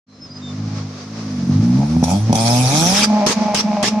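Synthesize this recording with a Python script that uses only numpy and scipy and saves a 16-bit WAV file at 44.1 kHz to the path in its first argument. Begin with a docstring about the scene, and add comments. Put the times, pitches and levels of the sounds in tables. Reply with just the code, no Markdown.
"""In a seaside car park, a four-cylinder hatchback with a loud exhaust burbles up, pops as it passes close by
and revs into its limiter, where fuel cuts alternate with hissing blasts. Each firing rings the pipe (boom, hum,
rasp) and makes a puff in the noise of the gas. Tyre roar and air rumble are coloured noise, a small bird whistles
and chirps at first in gliding sines, and parked cars scatter the sound as a short burst of decaying noise."""
import sys
import numpy as np
from scipy import signal
from scipy.fft import rfft, irfft
from scipy.io import wavfile
from scipy.ndimage import uniform_filter1d, map_coordinates

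SR = 44100
rng = np.random.default_rng(int(sys.argv[2]) if len(sys.argv) > 2 else 0)


def pcm_store(signal):
    """Save signal as 16-bit PCM."""
    levels = np.round(np.clip(np.atleast_2d(signal), -1, 1) * 32767)
    wavfile.write(sys.argv[1], SR, levels.astype(np.int16).T)


N = 176400
TOP_HZ = 13400  # upper edge of the microphone's range


def undb(db):
    """Decibels to gain."""
    return 10 ** (np.asarray(db) / 20)


def clock():
    """Time of every sample in seconds."""
    return np.arange(N) / SR


def curve(rows, axis=1):
    """One column of a table, joined by straight lines in time."""
    rows = np.array(rows)
    return np.interp(clock(), rows[:, 0], rows[:, axis])


def gate(start, end, rise_s, tail_s):
    """Attack, hold and exponential release."""
    t = clock()
    return np.clip((t - start) / rise_s, 0, 1) * np.exp(-np.maximum(t - end, 0) / tail_s)


def unit(x):
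    """Scale to rms 1."""
    return x / np.sqrt(np.mean(x ** 2))


def even(x, size=1800):
    """Hold a pulse train near rms 1 whatever its rate, by dividing by its smoothed power."""
    power = uniform_filter1d(uniform_filter1d(x ** 2, size), size)
    return x / np.sqrt(np.abs(power) + 1e-14)


def walk(rate):
    """Smooth random drift, spread 1, changing about `rate` times a second."""
    size = int(SR / rate)
    return unit(uniform_filter1d(uniform_filter1d(rng.standard_normal(N), size), size))


def ring(x, colour):
    """Minimum-phase filter of the given colour: it rings after each pulse, never before."""
    hz, db = np.array(colour).T
    n = 2 * N
    f = np.maximum(np.arange(N + 1) * SR / n, 1)
    octaves_outside = np.maximum(np.log2(hz[0] / f), 0) + np.maximum(np.log2(f / hz[-1]), 0)
    level_db = np.interp(np.log(f), np.log(hz), db) - 24 * octaves_outside
    # folding the cepstrum onto positive time makes the filter causal
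    cepstrum = irfft(np.log(undb(level_db)))
    cepstrum[1:N] *= 2
    cepstrum[N + 1:] = 0
    return irfft(rfft(x, n) * np.exp(rfft(cepstrum)))[..., :N]


def noise(colour):
    """Stereo noise at rms 1, alike in the bass and unrelated in the treble."""
    mid, side = rfft(rng.standard_normal((2, N)))
    blend_hz = 1180  # the ears are half alike here
    alike = 1 / (1 + (np.arange(len(mid)) * SR / N / blend_hz) ** 2)
    mid, side = mid * np.sqrt(1 + alike), side * np.sqrt(1 - alike)
    return unit(ring(irfft(np.array([mid + side, mid - side]), N), colour))


def pulses(times, sizes, order=8):
    """Band-limited clicks (windowed sincs) at exact times between samples."""
    out = np.zeros(N)
    at = times[:, None] * SR
    index = at.astype(int) + np.arange(1 - order, order + 1)
    shape = sizes[:, None] * np.sinc(index - at) * np.sinc((index - at) / order)
    inside = (index >= 0) & (index < N)
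    np.add.at(out, index[inside], shape[inside])
    return out


# how the car rolls by: start_s, tyres_db, rumble_db
ROLLING = [(.07,-55,-67),(.25,-44.5,-43),(.7,-38.5,-61),(1.05,-37,-62),(1.5,-34.5,-51),(1.9,-36,-50),(2.3,-35,-28),(2.9,-29,-33.5),(3.4,-31.5,-39.5),(4,-35.5,-38.5)]
# colour of the tyre roar: band_hz, level_db
TYRE_COLOUR = [(300,-7.5),(450,0.5),(700,-3.5),(860,-8.5),(1140,-4),(1500,-10),(2400,-12),(2900,-15),(3700,-13),(5000,-8.5),(6100,-10.5),(6900,-19.5),(8200,-29.5),(13000,-49.5)]
# colour of the air rumble: band_hz, level_db
RUMBLE_COLOUR = [(20,-13.5),(45,-16),(80,-4.5),(150,-3.5),(300,-3.5),(600,-31.5),(1500,-60)]


def road():
    """Tyre roar swells as the car goes by; moving air rumbles on each port, mostly in common."""
    tyres = noise(TYRE_COLOUR) * undb(curve(ROLLING) + 1.67 * walk(20))
    pressure = rng.standard_normal((2, N)) + 5.2 * rng.standard_normal(N)
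    air = unit(ring(pressure, RUMBLE_COLOUR))
    return tyres + air * undb(curve(ROLLING, axis=2))


# the bird's whistle: start_s, pitch_hz, level_db
WHISTLE = [(.1,5300,-82),(.15,5230,-55),(.2,5220,-56),(.225,5240,-34),(.262,5130,-37.5),(.285,4850,-52),(.32,4950,-34),(.345,4940,-48),(.37,4960,-31),(.42,4730,-71)]
# its notes, level before the arched swell, octave relative to the note:
# start_s, length_s, start_hz, end_hz, level_db, octave_db
CHIRPS = [(0.065,0.15,4150,4050,-58,-38),(0.416,0.11,3670,3550,-39,-16.5)]


def bird():
    """A thin wavering whistle, and falling notes with a weak octave: sines whose pitch glides."""
    t = clock()
    waver = 1 + 0.0039 * walk(74)
    whistle = np.sin(2 * np.pi * np.cumsum(curve(WHISTLE) * waver) / SR)
    out = whistle * undb(curve(WHISTLE, axis=2)) * (t < WHISTLE[-1][0])
    for start, length, from_hz, to_hz, db, octave_db in CHIRPS:
        along = np.clip((t - start) / length, 0, 1)
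        pitch_hz = (from_hz + (to_hz - from_hz) * along) * waver
        angle = 2 * np.pi * np.cumsum(pitch_hz) / SR
        swell = np.sqrt(2 * np.abs(np.sin(np.pi * along)))
        out = out + undb(db) * swell * (np.sin(angle) + undb(octave_db) * np.sin(2 * angle))
    return out


def scatter(x):
    """Short diffuse echo from the parked cars, thin in the bass and different in each ear."""
    t = clock()[:SR // 2]
    t60_s = 0.22
    tail = rng.standard_normal((2, len(t))) * undb(-60 * t / t60_s)
    tail /= np.sqrt(np.sum(tail ** 2, axis=1, keepdims=True))
    tail = signal.sosfilt(signal.butter(1, 130, "high", fs=SR, output="sos"), tail)
    return signal.fftconvolve(x * np.ones((2, 1)), tail, axes=1)[:, :N]


# lag of the left ear as the tailpipe swings past: start_s, lag_ms
EAR_LAG = [(1.3,0.0068),(1.8,-0.042),(2.2,0.21),(2.75,0.23),(3.2,0.093),(3.8,0.024)]


def two_ears(x):
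    """Sound from the side reaches one ear a little later; each ear takes half the lag."""
    half_lag = curve(EAR_LAG) / 1000 * SR / 2
    return np.array([map_coordinates(x, [np.arange(N) + side * half_lag], mode="nearest") for side in (-1, 1)])


# exhaust pops, and the bangs that open the limiter's blasts: start_s, thump_db, bark_db, crack_db
# (crack before the trims in pops())
POPS = [(1.494,-8,-40,-49),(1.965,-8,-19.5,-38),(2.027,-2.5,-11,-43),(2.039,-20,-10.5,-12),(2.295,-9.5,-15,-50),(2.304,-6.5,-15,-50),(2.328,-7,-3.5,-10.5),(2.354,-9,-12,-9.5),(3.264,-41,-30,-9.5),(3.546,-22,-18,-7.5),(3.829,-14.5,-14,-10.5),(3.841,-18,-10,-26)]
# colour of a pop's thump: band_hz, level_db
THUMP_COLOUR = [(60,-16.5),(150,1.5),(250,1),(400,-20.5),(900,-47)]


def pops():
    """Unburnt fuel goes off in the pipe: a thump, a bark, a shock front and a short crack of gas."""
    times, thump_db, bark_db, crack_db = np.array(POPS).T
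    snap_db = crack_db - 2.5  # shock front
    body = 0
    for colour, db in ((THUMP_COLOUR, thump_db), (RASP_COLOUR, bark_db), (GAS_COLOUR, snap_db)):
        wave = ring(pulses(times, undb(db)), colour)
        # the highest peak takes the level of the loudest pop
        body = body + wave / np.abs(wave).max() * undb(db.max())
    crack = sum(gate(s, s, 0.00021, tail_s=0.0045) * undb(db) for s, db in zip(times, crack_db))
    return body, 0.5 * crack * noise(GAS_COLOUR)


# engine speed before its waver, burbling up: start_s, firings_hz
SPEED_LOW = [(0.1, 51), (0.23, 50.8), (0.502, 49.2), (0.602, 53.7), (0.994, 50), (1.178, 56), (1.444, 44.3),
             (1.498, 47.9), (1.644, 57.6), (1.728, 63), (1.98, 83.7)]
# engine speed before its waver, revving: start_s, firings_hz
SPEED_HIGH = [(2.06, 81.83), (2.102, 93.25), (2.15, 99.74), (2.222, 108.2), (2.3, 113.3), (2.37, 110.9),
              (2.602, 126.3), (2.658, 126.1), (2.796, 161), (3.0, 210.9), (3.03, 216.1)]
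CUT_HZ, RESUME_HZ = 213, 204.9  # firing rate before waver where fuel stops and returns
LOW_WAVER, REV_WAVER, COAST_WAVER = 0.013, 0.0034, 0.0153  # spread, share of the speed


def firing_phase():
    """Count of firings: the driver's rev, then the limiter's saw between two speeds, with a random waver."""
    saw = []
    for cut, back, *_ in LIMITER:
        saw += [(cut, CUT_HZ), (back, RESUME_HZ)]
    waver = curve([(1.5, LOW_WAVER), (2.6, REV_WAVER), (3.1, COAST_WAVER)]) * walk(86)
    return np.cumsum(curve([*SPEED_LOW, *SPEED_HIGH, *saw]) * (1 + waver)) / SR


def firings(phase, scatter_db, jitter_s, uneven_db=0):
    """One pulse per firing, each a little different in time and strength; a four-step pattern may add to it."""
    k = np.arange(1, int(phase[-1]))
    chance = rng.standard_normal((len(k), 2))
    times = np.interp(k, phase, clock()) + jitter_s * chance[:, 0]
    strength_db = uneven_db * np.cos(np.pi * k / 2) + scatter_db * chance[:, 1]
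    return pulses(times, undb(strength_db))


# rev limiter, hum as the cut begins, rasp as it ends, throb depth 0-1:
# cut_s, back_s, hum_db, throb_depth, rasp_db, blast_db
LIMITER = [(3.048,3.263,-9,0.02,-15.5,-15),(3.328,3.544,-15,0.9,-17.5,-16.5),(3.608,3.827,-13.5,0.71,-18.5,-16),(3.885,4.097,-14,0.34,-19,-26)]
HUM_FADE_DB_S, RASP_GROW_DB_S = -61, 35.5  # slopes during a cut, dB per second
THROB_HZ, THROB_FIRST_S = 21.8, 0.047  # rate; first crest after the cut
BLAST_TAIL_S = 0.0083
IGNITION_DB, IGNITION_S = -13, 0.012  # bright flare under the blast level, and its decay


def limiter():
    """Limiter envelopes: a throbbing hum and growing rasp in each fuel cut, a flaring blast when it returns."""
    hum, rasp, blast, flare, burning = np.zeros((5, N))
    next_cuts = [row[0] for row in LIMITER[1:]] + [np.inf]
    for (cut, back, hum_db, throb, rasp_db, blast_db), until in zip(LIMITER, next_cuts):
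        age = np.clip(clock() - cut, 0, back - cut)
        coast = gate(cut, back, 0.065, 0.0034)
        burn = gate(back, until, 0.0021, BLAST_TAIL_S)
        throbbing = 1 + throb * np.cos(2 * np.pi * THROB_HZ * (age - THROB_FIRST_S))
        hum += coast * undb(hum_db + HUM_FADE_DB_S * age) * throbbing
        rasp += coast * undb(rasp_db + RASP_GROW_DB_S * (age - (back - cut)))
        blast += burn * undb(blast_db)
        flare += gate(back, back, 0.0017, IGNITION_S) * undb(blast_db + IGNITION_DB)
        burning += burn
    return hum, rasp, blast, flare, burning


# the pipe's two low resonances: start_s, boom_db, hum_db
LOW_LEVELS = [(0.07, -56, -46.5), (0.28, -44, -45), (0.41, -38.5, -33.5), (0.62, -24.5, -27),
              (0.82, -25, -30.5), (1.0, -39.5, -36.5), (1.44, -26, -20), (1.485, -26, -20),
              (1.51, -17, -17.5), (1.59, -12, -17), (1.67, -23, -13), (1.78, -14, -14), (1.88, -22, -21),
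              (1.98, -19, -15), (2.05, -22, -24.5), (2.16, -21.5, -12.5), (2.25, -14.5, -37),
              (2.3, -18, -20), (2.35, -20.5, -22), (2.62, -15, -18.5), (2.68, -14, -29.5),
              (2.72, -19.5, -19), (2.79, -20.5, -19), (2.83, -28, -16), (3.04, -40, -21)]
# colour of the boom: band_hz, level_db
BOOM_COLOUR = [(45,-32),(60,-23),(80,-11),(105,-0.5),(135,5),(160,-6),(190,-13.5),(260,-49)]
# colour of the hum: band_hz, level_db
HUM_COLOUR = [(90,-38.5),(140,-26.5),(180,6.5),(215,1.5),(250,8),(275,-6),(315,-8),(360,-23),(480,-30),(900,-54.5)]
FIRING_JITTER_S = 0.00005


def low_tone(phase, pulling, coast_hum, burning):
    """Firings ring the pipe's boom and, in opposite polarity, its hum."""
    train = firings(phase, 1.5, FIRING_JITTER_S)
    boom = even(ring(train, BOOM_COLOUR)) * pulling * undb(curve(LOW_LEVELS))
    hum_level = pulling * undb(curve(LOW_LEVELS, axis=2)) + coast_hum + burning * undb(-29.5)
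    return boom - even(ring(train, HUM_COLOUR)) * hum_level


# the pipe's rasp before the direct and scattered trims: start_s, level_db
RASP_LEVEL = [(.2,-80.5),(.7,-47),(1.05,-72),(1.51,-46),(1.75,-42.5),(1.826,-26.5),(1.874,-55),(1.94,-38),(1.97,-40),(2.01,-46),(2.06,-29.5),(2.104,-20),(2.16,-29.5),(2.242,-44),(2.32,-34),(2.345,-22),(2.4,-20.5),(2.516,-18.5),(2.63,-24),(2.75,-20),(2.9,-20.5),(3.04,-26.5)]
# colour of the rasp under load, also the bark of a pop: band_hz, level_db
RASP_COLOUR = [(200,-40),(350,-7.5),(470,-6.5),(595,2.5),(650,-2),(740,5.5),(850,3),(970,-2),(1100,-34),(1300,-18),(1800,-36),(2450,-18.5),(3100,-53),(7000,-54)]
# colour of the rasp while fuel is cut: band_hz, level_db
COAST_COLOUR = [(200,-24),(420,-15),(530,-31),(590,5.5),(630,0),(680,5),(740,-9),(800,1.5),(840,2),(900,-1),(1000,-10),(1300,-23),(1800,-27.5),(2450,-26.5),(4000,-39.5)]


def rasp_tone(phase, pulling, coast_rasp, burning):
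    """Firings ring the pipe's upper resonances; unloaded, the four cylinders differ in strength."""
    loaded = even(ring(firings(phase, 2, FIRING_JITTER_S), RASP_COLOUR))
    unloaded = even(ring(firings(phase, 3.5, 0.00006, uneven_db=2.5), COAST_COLOUR))
    loaded_level = pulling * undb(curve(RASP_LEVEL)) + burning * undb(-33)
    return loaded * loaded_level + unloaded * coast_rasp


def torn(x, count=28):
    """Turbulence makes each band of the hiss flicker alone: narrow bands swell and sink independently."""
    spectrum = rfft(x)
    place = np.minimum(np.arange(spectrum.shape[-1]) * SR / N / TOP_HZ, 1) * count
    out = 0
    for k in range(count + 1):
        band = irfft(spectrum * np.maximum(1 - np.abs(place - k), 0), N)
        out = out + band * unit(undb(4 * walk(43)))  # 4 dB spread
    return out


# gas hiss up to the first fuel cut: start_s, level_db
GAS_LEVEL = [(.2,-76),(1.3,-53),(2.03,-42.5),(2.042,-25),(2.07,-32.5),(2.11,-23.5),(2.2,-38),(2.32,-50),(2.36,-23.5),(2.41,-23),(2.48,-19.5),(2.68,-22),(2.74,-18),(2.92,-17),(3.03,-12.5)]
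# colour of the gas hiss, the flares and the cracks: band_hz, level_db
GAS_COLOUR = [(1200,-5.5),(1900,-20.5),(2430,0.5),(2850,-16),(3300,-2.5),(4200,-5.5),(5800,3.5),(7300,-8.5),(10200,-8),(13300,-24)]
# colour of the blasts: band_hz, level_db
BLAST_COLOUR = [(53, -36), (90, -15), (208, -0.5), (330, -12.5), (442, -5.5), (746, -19.5), (863, -10),
                (2040, -14.5), (3510, -12), (4240, -14), (5450, -6.5), (8280, -20.5), (12600, -37.5)]
# colour of the hiss that lingers from the first cut: band_hz, level_db
COAST_GAS_COLOUR = [(650,-25),(1100,3),(1650,-15),(2360,10),(2900,-8.5),(5860,-21),(10300,-24)]
# near the limiter the hiss broadens into a blast: start_s, end_s
FULL_BLAST_S = (2.82, 3.132)


def gas_hiss(phase, pulling, blast, flare):
    """Turbulent gas: flickering noise that pulses once per firing with a rough grain."""
    grain = unit(uniform_filter1d(rng.standard_normal(N), size=24))
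    pulse = 1 + 0.23 * np.cos(2 * np.pi * (phase - 0.15))
    puffs = unit(pulse * undb(0.8 * grain))  # 0.8 dB grain
    broad = np.interp(clock(), FULL_BLAST_S, (0, 1))
    jet = noise(GAS_COLOUR) * np.sqrt(1 - broad) + noise(BLAST_COLOUR) * np.sqrt(broad)
    pulled = jet * pulling * undb(curve(GAS_LEVEL))
    gas = torn(pulled + noise(BLAST_COLOUR) * blast + noise(GAS_COLOUR) * flare)
    first_cut = LIMITER[0][0]
    gas += noise(COAST_GAS_COLOUR) * gate(first_cut, first_cut, 0.051, tail_s=1.8) * undb(-40)
    return gas * puffs * undb(np.array([[-0.5], [0.5]]))  # 1 dB to the right


def exhaust():
    """One firing count drives the pipe's low tone, its rasp and the gas hiss, so they beat together."""
    phase = firing_phase()
    hum, rasp, blast, flare, burning = limiter()
    pulling = gate(0, LIMITER[0][0], 0.007, BLAST_TAIL_S)
    low = low_tone(phase, pulling, hum, burning)
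    blare = rasp_tone(phase, pulling, rasp, burning)
    return low, blare, gas_hiss(phase, pulling, blast, flare)


SCATTER_NEAR_DB, SCATTER_FAR_DB = -23, -9.5  # low tone's scattering on approach and after the pass
RASP_SCATTER_NEAR_DB = 2  # on approach the body hides the tailpipe
RASP_TRIM_DB = 2  # direct rasp falls by this as facing goes from 0 to 1


def scene():
    """On approach the rasp arrives mostly by reflection; past the listener, the pipe is direct and scattered."""
    low, rasp, gas = exhaust()
    thumps, cracks = pops()
    low, hiss = low + thumps, gas + cracks
    facing = curve([(1.9, 0.071), (2.5, 1)])  # how far the tailpipe faces the listener, 0-1
    direct = low + rasp * undb(RASP_TRIM_DB * (0.5 - facing))
    wet = low * undb(curve([(2.0, SCATTER_NEAR_DB), (3.2, SCATTER_FAR_DB)]))
    wet += rasp * undb(RASP_SCATTER_NEAR_DB + (SCATTER_FAR_DB - RASP_SCATTER_NEAR_DB) * facing)
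    return two_ears(direct) + hiss + scatter(wet + undb(-14.0) * hiss) + road() + bird()


def record(dry):
    """The microphone opens after a moment, rounds the highest peaks and cuts the top."""
    start_s, fade_s, ceiling = 0.065, 0.037, 0.98
    opened = dry * np.clip((clock() - start_s) / fade_s, 0, 1)
    rounded = opened / (1 + (np.abs(opened) / ceiling) ** 6) ** (1 / 6)
    return signal.sosfiltfilt(signal.ellip(8, 0.1, 60, TOP_HZ, fs=SR, output="sos"), rounded)


dry = scene()
out = record(dry)
pcm_store(out)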